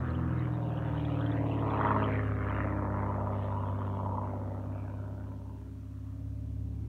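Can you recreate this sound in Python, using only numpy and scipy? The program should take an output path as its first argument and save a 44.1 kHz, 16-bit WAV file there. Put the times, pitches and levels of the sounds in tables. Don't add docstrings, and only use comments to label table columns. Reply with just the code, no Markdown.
import sys
import numpy as np
from scipy import signal
from scipy.fft import rfft, irfft
from scipy.io import wavfile
from scipy.ndimage import uniform_filter1d

SR = 44100
rng = np.random.default_rng(int(sys.argv[2]) if len(sys.argv) > 2 else 0)


def to_wav(s):
    ch = np.atleast_2d(s).T
    pcm = np.round(np.clip(ch, -1, 1) * 32767)
    wavfile.write(sys.argv[1], SR, pcm.astype(np.int16))


N = 303400

# (time [s], speed [turns/s]). An order is cycles per turn.
SHAFT_SPEED = [(0.0, 41.898), (0.3, 41.536), (0.6, 40.006), (0.9, 38.609), (1.3, 37.268), (1.7, 35.528),
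               (2.1, 34.709), (2.5, 33.76), (3.0, 33.412), (3.5, 33.002), (4.0, 32.829), (4.5, 33.0),
               (5.0, 33.345), (5.5, 33.737), (6.0, 33.963), (6.3, 34.64), (6.6, 34.507), (6.88, 35.143)]
# (time [s], share of noise [0-1])
NOISE_SHARE = [(0, .8), (1.2, .72), (1.6, .5), (2.05, .45), (2.25, .6), (2.5, .45), (4.35, .45), (4.7, .65),
               (6.88, .8)]
# (time [s], firing tone at order 3 [dB], blade tone at order 2 [dB])
DRONE = [(0, -37.5, -38), (.17, -38.5, -34.5), (.34, -33, -39.5), (.62, -35.5, -48), (.95, -37, -40.5),
         (1.3, -32, -44), (1.7, -36, -43.5), (2.15, -32, -41.4), (2.5, -34.5, -40), (2.9, -35, -40.5),
         (3.3, -34.5, -45.5), (4, -35.6, -48), (4.5, -38, -47.9), (5, -39, -47.5), (5.55, -44.5, -46.5),
         (6.1, -42.8, -46), (6.5, -38.5, -39.5), (6.88, -39, -41.5)]
# (time [s], order 4 [dB], order 8 [dB])
BLADE_OVERTONES = [(0, -62, -51), (.2, -39.5, -47.5), (.6, -42, -52.5), (1, -36.5, -46),
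                   (1.3, -39.5, -39.5), (1.9, -42, -43), (2.4, -51, -50.5), (2.75, -47, -47),
                   (3.1, -50.5, -64), (3.6, -62, -52), (5.9, -72, -53.5), (6.2, -54, -52), (6.88, -57, -55)]
# (time [s], order 6 [dB], order 9 [dB], order 12 [dB])
FIRING_OVERTONES = [(0, -44, -56, -55), (.27, -40, -66, -52.5), (.5, -68, -72, -62), (.9, -60, -65.5, -63),
                    (1.3, -52.5, -51, -52), (1.6, -48.5, -45, -45.5), (2, -37.5, -45, -40.5),
                    (2.25, -52.5, -55.5, -47), (2.75, -42.5, -40.5, -50), (3.3, -45, -54.5, -47.5),
                    (3.65, -51.5, -57.5, -51.5), (4, -44.5, -53.5, -50), (4.7, -57.5, -55, -59),
                    (5.4, -54.5, -64, -62), (5.7, -59, -67, -62), (5.95, -62, -81, -81),
                    (6.4, -58, -74, -68.5), (6.88, -60, -79, -64)]
# (order [per turn], offset [dB], lean [0 follows the firing tone, 1 the bark])
EXHAUST_TONES = [(4.5, -14, 0), (7.5, -8.5, 0.31), (10.5, -14, 0.85), (13.5, -11.5, 2), (15, -12.5, 1.67),
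                 (16.5, -15.5, 1), (18, -15, 0.99), (19.5, -17, 1.1)]
# (order [per turn], level against the firing tone [dB])
UNEVEN_LOW = [(2.5, -27), (3.5, -33.5), (5, -25.5), (5.5, -30), (6.5, -45.5), (7, -26)]
# (order [per turn], level against the bark [dB])
UNEVEN_HIGH = [(10, -23.5), (11, -24.5), (11.5, -28.5), (14, -18), (14.5, -33.5), (15.5, -23), (16, -28),
               (17, -22), (17.5, -32), (18.5, -18.5), (21, -28.5), (21.5, -20), (22.5, -20), (24, -25.5),
               (25.5, -27)]
CYLINDER_DB = (-2, -1, -4, 0, -4.5, 0)
# (frequency [Hz], gain [dB])
PIPE_COLOUR = [(190, -26), (330, -1.5), (367, 2), (396, 15), (431, 5), (500, 13.5), (626, 8.5), (767, -0.5),
               (939, 5), (1140, -5), (1320, -9.5), (1650, -17.5), (2140, -28.5), (4230, -57), (5500, -88.5),
               (9310, -120)]
# (time [s], centre [Hz])
DIPS = [
    [(1.05, 1410), (1.2, 1965), (1.3, 2650), (1.37, 3300), (1.46, 3820)],
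    [(1.38, 1196), (1.5, 1434), (1.56, 1930), (1.62, 2670), (1.67, 3400)],
    [(1.58, 1360), (1.68, 1750), (1.77, 2020), (1.83, 3170)],
    [(1.94, 2830), (2.03, 1930), (2.1, 1260), (2.2, 906), (2.45, 873)],
    [(4.65, 480), (6.88, 463)],
    [(5.25, 790), (6.88, 770)],
    [(4.85, 1210), (5.75, 1148)],
    [(4.6, 1940), (5.2, 1844)],
]
# (time [s], centre [Hz])
RIDGES = [
    [(1.18, 1380), (1.35, 1860), (1.5, 2590), (1.57, 3150)],
    [(2.03, 3120), (2.12, 2290), (2.22, 1600)],
    [(4.72, 2500), (5.02, 2270)],
    [(4.95, 1480), (5.38, 1366)],
    [(0, 1480), (.9, 1650)],
    [(3.3, 3420), (4.3, 3270)],
    [(4.6, 620), (6.75, 610)],
    [(5.3, 960), (5.7, 940)],
]
BAND_EDGES = (330, 800, 1250, 1900, 2700, 4500)
# (time [s], bark reference level [dB], ring [dB], crack [dB])
MID_LEVELS = [(0, -44.5, -68, -51), (.35, -48, -63.5, -55), (.65, -41.5, -56.5, -62), (.95, -43, -56, -50),
              (1.12, -40.5, -60, -52), (1.32, -39, -61.5, -50.5), (1.55, -38, -46.5, -63.5),
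              (1.72, -37, -40.5, -52), (1.88, -35.5, -37, -38.5), (2.05, -34.5, -47, -42),
              (2.3, -43, -51, -50.5), (2.62, -39, -51.5, -44), (2.9, -41.5, -46.5, -51.5),
              (3.15, -40.5, -40.5, -49.5), (3.3, -39, -43, -59), (3.45, -41.5, -46, -60),
              (3.6, -45, -41, -60.5), (3.85, -43, -46, -56.5), (4.17, -43.5, -39.5, -72),
              (4.5, -43, -54.5, -67), (4.85, -50, -58.5, -62), (5.2, -51, -69, -60.5),
              (5.5, -59.5, -60.5, -78), (5.9, -64.5, -78.5, -72), (6.2, -59.5, -77, -78),
              (6.5, -61.5, -79, -92), (6.88, -65.5, -75, -90)]
# (time [s], rasp before its flutter [dB], sizzle [dB])
TREBLE_LEVELS = [(0, -72, -64.5), (.25, -71, -69.5), (.42, -65.5, -66.5), (.65, -79, -68),
                 (.95, -72, -61.5), (1.5, -60.5, -59.5), (1.75, -52.5, -58.5), (2.05, -50, -57),
                 (2.18, -54, -61), (2.38, -51, -72), (2.6, -49.5, -66), (2.85, -56, -81), (3.2, -58.5, -80),
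                 (3.42, -64, -65), (3.65, -68.5, -71.5), (3.9, -73, -69.5), (4.3, -68, -82),
                 (4.85, -72, -78.5), (5.3, -91, -83), (6.88, -85, -94)]
# (frequency [Hz], rms swing [dB])
PATCH_DEPTH = [(300, 1.2), (1000, 1.2), (3000, 4)]
# (frequency [Hz], gain [dB])
RUSH_COLOUR = [(20, -15), (40, -12), (60, -11.5), (100, -0.5), (200, -6), (330, -6.5), (500, -24.5)]
# (time [s], level [dB])
RUSH_LEVEL = [(0, -40), (.4, -45), (1, -46.5), (2, -51), (3, -52.5), (4, -58), (5, -50.5), (6, -59),
              (6.3, -70), (6.5, -65), (6.88, -48.5)]
# (time [s], gain [dB], pitch [Hz])
PINGS = [(0.1017, -53, 3960), (0.1486, -44, 2990), (0.391, -52, 3750), (0.5494, -60, 3640),
         (0.6883, -55, 3440), (0.7716, -44, 2980), (0.9742, -45, 2980), (0.9974, -47.5, 3220),
         (1.049, -42, 3340), (1.1009, -46, 2820), (1.1528, -54, 3220), (1.2092, -44, 3250),
         (1.2615, -40, 3150), (1.3149, -43.5, 3420), (1.3663, -48, 2720), (1.513, -38, 2700),
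         (1.5888, -45, 2870), (1.701, -46, 3370), (1.7574, -48, 2780), (1.8108, -44, 3240),
         (1.8706, -42, 3100), (1.9904, -55, 2830), (2.0393, -35.5, 3020), (2.4952, -46, 2980),
         (2.5456, -43, 2660)]
# (time [s], gain [dB], pitch [Hz])
CRACKS = [(1.44, -24, 674), (1.495, -21, 657), (1.55, -31, 662), (1.623, -20, 970), (1.661, -25, 970),
          (1.791, -17, 900), (1.811, -13.5, 1100), (1.83, -13, 898), (1.849, -17.5, 996),
          (1.906, -12, 1040), (1.963, -12, 1030), (2.02, -14, 930), (2.507, -21, 1030), (2.584, -30, 630),
          (2.664, -25, 660), (3.001, -29, 950), (3.061, -27, 620), (3.121, -30, 626), (3.242, -25, 610),
          (3.483, -30, 620), (3.524, -27, 1000), (3.808, -32, 610), (4.061, -51, 1050), (4.092, -39, 880),
          (4.213, -43, 830), (4.274, -48, 930), (4.335, -22, 625)]
# (frequency [Hz], gain [dB])
HISS_COLOUR = [(300, -4.5), (1000, 17.5), (2000, 8), (3100, 8), (4400, 4.5), (5000, 2.5), (5700, 5),
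               (6700, 3.5), (7700, 0.5), (8400, 2), (9800, 1.5), (10400, -3.5), (11300, 0), (15000, -2),
               (16500, 4)]

TIME = np.arange(N) / SR


def gain_of(db):
    return 10 ** (np.asarray(db) / 20)


def unit_rms(x):
    return x / np.sqrt(np.mean(x ** 2) + 1e-20)


def curves(rows):
    times, *columns = np.transpose(rows)
    return [np.interp(TIME, times, column) for column in columns]


def coloured(x, points):
    corner_hz, db = np.transpose(points)
    hz = np.fft.rfftfreq(N, 1 / SR)
    return irfft(rfft(x) * gain_of(np.interp(np.log(hz + 1), np.log(corner_hz), db, -90, -90)), N)


def drift(hz):
    hop = 200
    steps = rng.standard_normal(N // hop + 402)
    smooth = signal.filtfilt(*signal.butter(2, hz, fs=SR / hop), steps)[200:-200]
    return np.interp(np.arange(N) / hop, np.arange(len(smooth)), unit_rms(smooth))


def shaft_tone(order, db, turns, blur):
    phase = 2 * np.pi * order * turns + .41 * (order - 3) ** 2
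    phase += .13 * np.sqrt(order) * drift(hz=4.7)
    phase += .17 * max(order - 10, 0) * blur * drift(hz=30)
    return np.sqrt(2) * gain_of(db + .74 * drift(hz=7.7)) * np.cos(phase)


def propeller(turns, blur, blade_db):
    levels = zip((2, 4, 8), [blade_db, *curves(BLADE_OVERTONES)])
    return sum(shaft_tone(order, db, turns, blur) for order, db in levels)


def exhaust(turns, blur, shaft_hz, firing_db, bark_db, echo=.36, notch_hz=232.7, spacing_hz=110.8):
    levels = list(zip((3, 6, 9, 12), [firing_db, *curves(FIRING_OVERTONES)]))
    for order, offset_db, lean in EXHAUST_TONES:
        db = offset_db + lean * bark_db + (1 - lean) * firing_db
        if order > 5:
            comb = abs(1 - echo * np.exp(2j * np.pi * (order * shaft_hz - notch_hz) / spacing_hz))
            db += 20 * np.log10(comb) + 1.5 * drift(hz=2)
        levels.append((order, db))
    return sum(shaft_tone(order, db, turns, blur) for order, db in levels)


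def unequal_cylinders(turns, blur, firing_db, bark_db, wobble_rad=.6, wobble_db=4):
    out = np.zeros(N)
    for table, level_db in ((UNEVEN_LOW, firing_db), (UNEVEN_HIGH, bark_db)):
        for order, db in table:
            phase = 2 * np.pi * (order * turns + rng.random())
            phase += wobble_rad * blur * np.sqrt(order) * drift(hz=10)
            out += np.sqrt(2) * gain_of(level_db + db + wobble_db * drift(hz=2.4)) * np.cos(phase)
    return out


def firings(turns, noise_share, spread_db=1.4, jitter_s=.00005, rattle_s=.003, puff_s=.004):
    count = np.floor(3 * turns + .3425).astype(int)
    onsets = np.flatnonzero(np.diff(count)) + 1
    spread, jitter = rng.standard_normal((len(onsets), 2)).T
    cylinder = count[onsets] % 6
    onsets = np.clip(onsets + (jitter * jitter_s * SR).astype(int), 0, N - 1)
    trains = np.zeros((6, N))
    trains[cylinder, onsets] = gain_of(np.take(CYLINDER_DB, cylinder) + spread_db * spread)
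    t = np.arange(1000) / SR
    pipes = (t == 0) + gain_of(-14) * np.exp(-t / rattle_s) * rng.standard_normal((6, len(t)))
    pipes /= np.linalg.norm(pipes, axis=1)[:, None]
    pulses = -unit_rms(signal.oaconvolve(trains, pipes, axes=1).sum(0)[:N])
    pulses = signal.lfilter(*signal.butter(2, 1700, fs=SR), pulses)
    puffs = unit_rms(signal.oaconvolve(trains.sum(0), np.exp(-t / puff_s))[:N])
    blowing = unit_rms((.6 + puffs) * rng.standard_normal(N))
    return coloured(np.sqrt(1 - noise_share) * pulses + np.sqrt(noise_share) * blowing, PIPE_COLOUR)


def uneven_air(hz, t, dip_db=-9.5, ridge_db=5, width_octaves=.17):
    patches, streaks = rng.standard_normal((2, len(hz), len(t)))
    patches = uniform_filter1d(uniform_filter1d(patches, size=3, axis=0), size=18)
    streaks = uniform_filter1d(uniform_filter1d(streaks, size=2, axis=0), size=140)
    depth_db = np.interp(hz, *np.transpose(PATCH_DEPTH))[:, None]
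    air_db = depth_db * unit_rms(patches) + 1.6 * unit_rms(streaks)
    for paths, db in ((DIPS, dip_db), (RIDGES, ridge_db)):
        for path in paths:
            times, centre_hz = np.transpose(path)
            octaves = np.log2((hz[:, None] + 1) / np.interp(t, times, centre_hz))
            active = (t > times[0]) & (t < times[-1])
            air_db += db * np.exp(-(octaves / width_octaves) ** 2) * active
    return air_db


def distant_crackle(source, bark_db, ring_db, crack_db, flutter_db=3, flutter_s=.431):
    rasp_db, sizzle_db = curves(TREBLE_LEVELS)
    rasp_db += flutter_db * np.cos(2 * np.pi * (TIME - 2.586) / flutter_s)
    bands_db = bark_db - 8, ring_db, crack_db, rasp_db, sizzle_db
    frames = dict(fs=SR, nperseg=512, noverlap=384)
    hz, t, spectrum = signal.stft(source, **frames)
    spectrum *= gain_of(uneven_air(hz, t))
    out = np.zeros(N)
    for low, high, db in zip(BAND_EDGES, BAND_EDGES[1:], bands_db):
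        passband = 1 / np.sqrt((1 + (low / (hz + 1)) ** 16) * (1 + (hz / high) ** 16))
        _, band = signal.istft(spectrum * passband[:, None], **frames)
        out += gain_of(db) * unit_rms(band[:N])
    return out


def slipstream():
    return gain_of(curves(RUSH_LEVEL)[0]) * unit_rms(coloured(rng.standard_normal(N), RUSH_COLOUR))


def ringing_firings(events, t60_s, upper_ratio, rise_s=.0014):
    out, t = np.zeros(N), np.arange(1500) / SR
    envelope = (1 - np.exp(-t / rise_s)) ** 2 * gain_of(-60 * t / t60_s)
    for start_s, db, hz in events:
        lower = np.sin(2 * np.pi * (hz * t + rng.random()))
        upper = np.sin(2 * np.pi * (upper_ratio * hz * t + rng.random()))
        out[round(start_s * SR):][:len(t)] += gain_of(db) * envelope * (lower + .55 * upper)
    return out


def scene():
    shaft_hz, noise_share = curves(SHAFT_SPEED)[0], curves(NOISE_SHARE)[0]
    turns = np.cumsum(shaft_hz) / SR
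    blur = np.maximum(noise_share - .37, 0)
    firing_db, blade_db = curves(DRONE)
    bark_db, ring_db, crack_db = curves(MID_LEVELS)
    drone = propeller(turns, blur, blade_db)
    drone += exhaust(turns, blur, shaft_hz, firing_db, bark_db)
    drone += unequal_cylinders(turns, blur, firing_db, bark_db)
    crackle = distant_crackle(firings(turns, noise_share), bark_db, ring_db, crack_db)
    rush = slipstream()
    pings = ringing_firings(PINGS, t60_s=.035, upper_ratio=1.08)
    cracks = ringing_firings(CRACKS, t60_s=.018, upper_ratio=1.3)
    return (drone + crackle + rush + pings + cracks)[None]


def record(dry):
    hiss_db, fade_s, top_hz = -72, .004, 15720
    hiss = gain_of(hiss_db) * unit_rms(coloured(rng.standard_normal(N), HISS_COLOUR))
    fade = np.minimum(TIME / fade_s, 1)
    heard = (dry + hiss) * fade * fade[::-1]
    lowpass = signal.firwin(1023, top_hz, window=("kaiser", 9), fs=SR)
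    return signal.oaconvolve(heard, lowpass[None], "same")


dry = scene()
out = record(dry)
to_wav(out)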